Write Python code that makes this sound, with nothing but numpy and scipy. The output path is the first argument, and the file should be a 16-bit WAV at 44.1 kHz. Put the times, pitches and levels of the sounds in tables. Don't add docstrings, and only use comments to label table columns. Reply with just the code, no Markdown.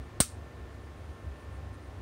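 import sys
import numpy as np
from scipy import signal
from scipy.fft import rfft, irfft
from scipy.io import wavfile
from scipy.ndimage import uniform_filter1d, map_coordinates

SR = 44100
rng = np.random.default_rng(int(sys.argv[2]) if len(sys.argv) > 2 else 0)


def wav_out(sig):
    wavfile.write(sys.argv[1], SR, np.round(np.clip(np.atleast_2d(sig).T, -1, 1) * 32767).astype(np.int16))


def elevation(decibels):
    levels = np.asarray(decibels, float)
    return 10 ** (levels / 20)


N = 88993
SPARK_S = .20308


def unit(x):
    return x / np.sqrt(np.mean(x ** 2) + 1e-20)


def along(points, hz):
    f, value = np.transpose(points)
    return np.interp(np.log(hz + 1), np.log(f + 1), value)


def wobble(rate):
    return map_coordinates(rng.standard_normal(200), [np.arange(N) * rate / SR])


def noise(response):
    f = np.fft.rfftfreq(N + 1, 1 / SR)
    spectrum = rfft(rng.standard_normal(N + 1)) * response(f)
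    return unit(irfft(spectrum, N + 1)[:N])


def peak(f, hz, width_hz):
    return 1j * f * width_hz / (hz * hz - f * f + 1j * f * width_hz)


def since(s):
    return np.maximum(np.arange(N) / SR - s, 0)


def dying(s, t60):
    t = since(s)
    return (t > 0) * elevation(-60 * t / t60)


def ringing(modes, s):
    return sum(elevation(db) * dying(s, t60) * np.sin(2 * np.pi * hz * since(s)) for hz, db, t60 in modes)


# f/Hz, width/Hz, level/dB over the plain response
PORT_RING = (8750, 900, 11)


def through_port(colour):
    hz, width_hz, db = PORT_RING
    return noise(lambda f: elevation(along(colour, f)) * (1 + elevation(db) * peak(f, hz, width_hz)))


# t/s, level/dB
AIR = [(0, -40), (.09, -50), (.17, -45), (.28, -50), (.38, -43.5), (.52, -49.5), (.65, -42.5), (.7, -49),
       (.97, -47), (1.121, -43), (1.18, -56.5), (1.278, -36.5), (1.39, -54.5), (1.49, -43.5), (1.76, -44.5),
       (1.82, -51.5), (1.89, -44.5), (2.02, -43.5)]
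# f/Hz, width/Hz, level/dB
BOOM = [(70, 15, 0), (97, 11, -5), (45, 14, -16), (142, 12, -16)]


def ventilation():
    strength_db = np.interp(np.arange(N) / SR, *np.transpose(AIR))

    def resonances(f):
        return np.sqrt(sum(np.abs(elevation(db) * peak(f, hz, width) ** 2) ** 2 for hz, width, db in BOOM))

    boom = noise(resonances)
    power = uniform_filter1d(boom ** 2, size=round(.06 * SR))
    swell = np.sqrt(np.abs(power) + 0.018)
    return elevation(strength_db + 1.7) * unit(boom / swell ** 0.56)


# f/Hz, level/dB per Hz
HISS = [(65, -28.5), (110, -3.5), (174, -9), (240, -6), (400, -8), (1900, -21), (7500, -38.5), (15800, -50)]
ORDER = [4, 5, 6, 10, 13, 18, 20, 23, 30, 103.4, 115]
ORDER_DB = [-66, -69, -66, -68, -71, -66.5, -74, -72, -66.5, -87, -89]


def fans():
    shaft_hz, drift, flutter_db = 59.46, .001, 1.5
    hiss_db, sway_db = -51.5, .3
    turns = np.cumsum(shaft_hz * (1 + drift * wobble(3))) / SR
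    whine = np.zeros(N)
    for order, db in zip(ORDER, ORDER_DB):
        level = elevation(db + 3 + flutter_db * wobble(11))
        whine += level * np.sin(2 * np.pi * (order * turns + rng.random()))
    hiss = noise(lambda f: elevation(along(HISS, f)))
    return whine + elevation(hiss_db + sway_db * wobble(12)) * hiss


# t/s, level/dB, length/s
RUSTLE = [
    (.82, -81, .015),
    (.86, -82, 0.0097),
    (0.983, -77.5, 0.0093),
    (1.05, -80, 0.029),
    (1.371, -79.5, 0.015),
    (1.68, -83.5, .02),
    (1.747, -72, .015),
]


def rustle():
    port_hz, port_width_hz, port_db = 9030, 900, -82.5
    t = np.arange(N) / SR
    level = elevation(port_db + 3.5 * wobble(19))
    level = level + sum(elevation(db) * np.exp(-((t - s) / length) ** 2) for s, db, length in RUSTLE)
    return level * noise(lambda f: peak(f, port_hz, port_width_hz) ** 2)


# f/Hz, level/dB per Hz
TAIL = [(600, -30), (1300, 0), (2500, -5.5), (5000, -2.5), (7000, -3.5), (10500, -9), (12000, -14.5),
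        (15800, -9.5)]
# f/Hz, t60/s
ROOM = [(1000, .15), (4000, 0.21), (8800, 0.2), (15000, .18)]


def room():
    room_db, delay_s = -25.5, .007
    hz, t, z = signal.stft(through_port(TAIL), SR, nperseg=128)
    fading = elevation(-60 * t / along(ROOM, hz)[:, None])
    tail = signal.istft(z * fading, SR, nperseg=128)[1]
    start = round((SPARK_S + delay_s) * SR)
    return elevation(room_db) * np.pad(tail, (start, 0))[:N]


# f/Hz, level/dB, t60/s
BENCH = [(60, -20, .07), (300, -39, .05), (450, -35, .06)]


def bench_thump():
    return -ringing(BENCH, .2083)


# f/Hz, level/dB per Hz
CRACKLE = [(500, -39), (1000, -10.5), (3300, -6), (5300, -1), (7000, -1.5), (10500, -1.5), (12000, -16),
           (15800, -1.5)]
CRACK_S = [
    .2032,
    .2049,
    .2062,
    .2097,
    .2205,
]
# level/dB, t60/s
CRACKS = [(-16, .003), (-11, .008), (-9, .028), (-17, .035), (-27, .03)]


def crackle():
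    level = sum(elevation(db - 7) * dying(s, t60) for s, (db, t60) in zip(CRACK_S, CRACKS))
    return through_port(CRACKLE) * level


# f/Hz, level/dB, t60/s
CASE = [(2300, -20, .005), (3300, -12, .004), (3950, -10, .004), (8600, -1.5, .0055), (12600, -15, .0035),
        (15000, -24, .004)]


def metal_ring():
    rise_s = .00018
    return ringing(CASE, SPARK_S) * (1 - np.exp(-since(SPARK_S) / rise_s))


# t/s, signed size, rise/s, fall/s
STEPS = [
    (.20327, -.5, .00025, .00055),
    (.20565, .43, .0001, .0009),
]


def spark():
    pressure = np.zeros(N)
    for s, size, rise, fall in STEPS:
        t = since(s)
        pressure += size * (1 - np.exp(-(t / rise) ** 2)) * np.exp(-t / fall)
    return pressure


def scene():
    background = ventilation() + fans() + rustle()
    snap = room() + bench_thump() + crackle() + metal_ring() + spark()
    return (background + snap)[None]


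def low_pass(x):
    return signal.sosfilt(signal.butter(12, 16500, fs=SR, output="sos"), x)


def record(dry):
    self_noise_db, low_cut_hz, top_hz = -79.5, 30, 15830
    duck_db, duck_in_s, duck_hold_s, duck_back_s = -5.5, 0.032, 0.067, 0.027
    t = since(SPARK_S)
    duck = (1 - np.exp(-t / duck_in_s)) * np.exp(-np.maximum(t - duck_hold_s, 0) / duck_back_s)
    heard = dry + elevation(self_noise_db) * rng.standard_normal(dry.shape)
    ducked = heard * elevation(duck_db * duck)
    f = np.fft.rfftfreq(N + 1, 1 / SR)
    low_cut = 1j * f / (low_cut_hz + 1j * f)
    top_cut = np.clip((top_hz + 60 - f) / 150, 0, 1)
    mix = irfft(rfft(ducked, N + 1) * top_cut * low_cut, N + 1)[:, :N]
    return low_pass(mix)


dry = scene()
out = record(dry)
wav_out(out)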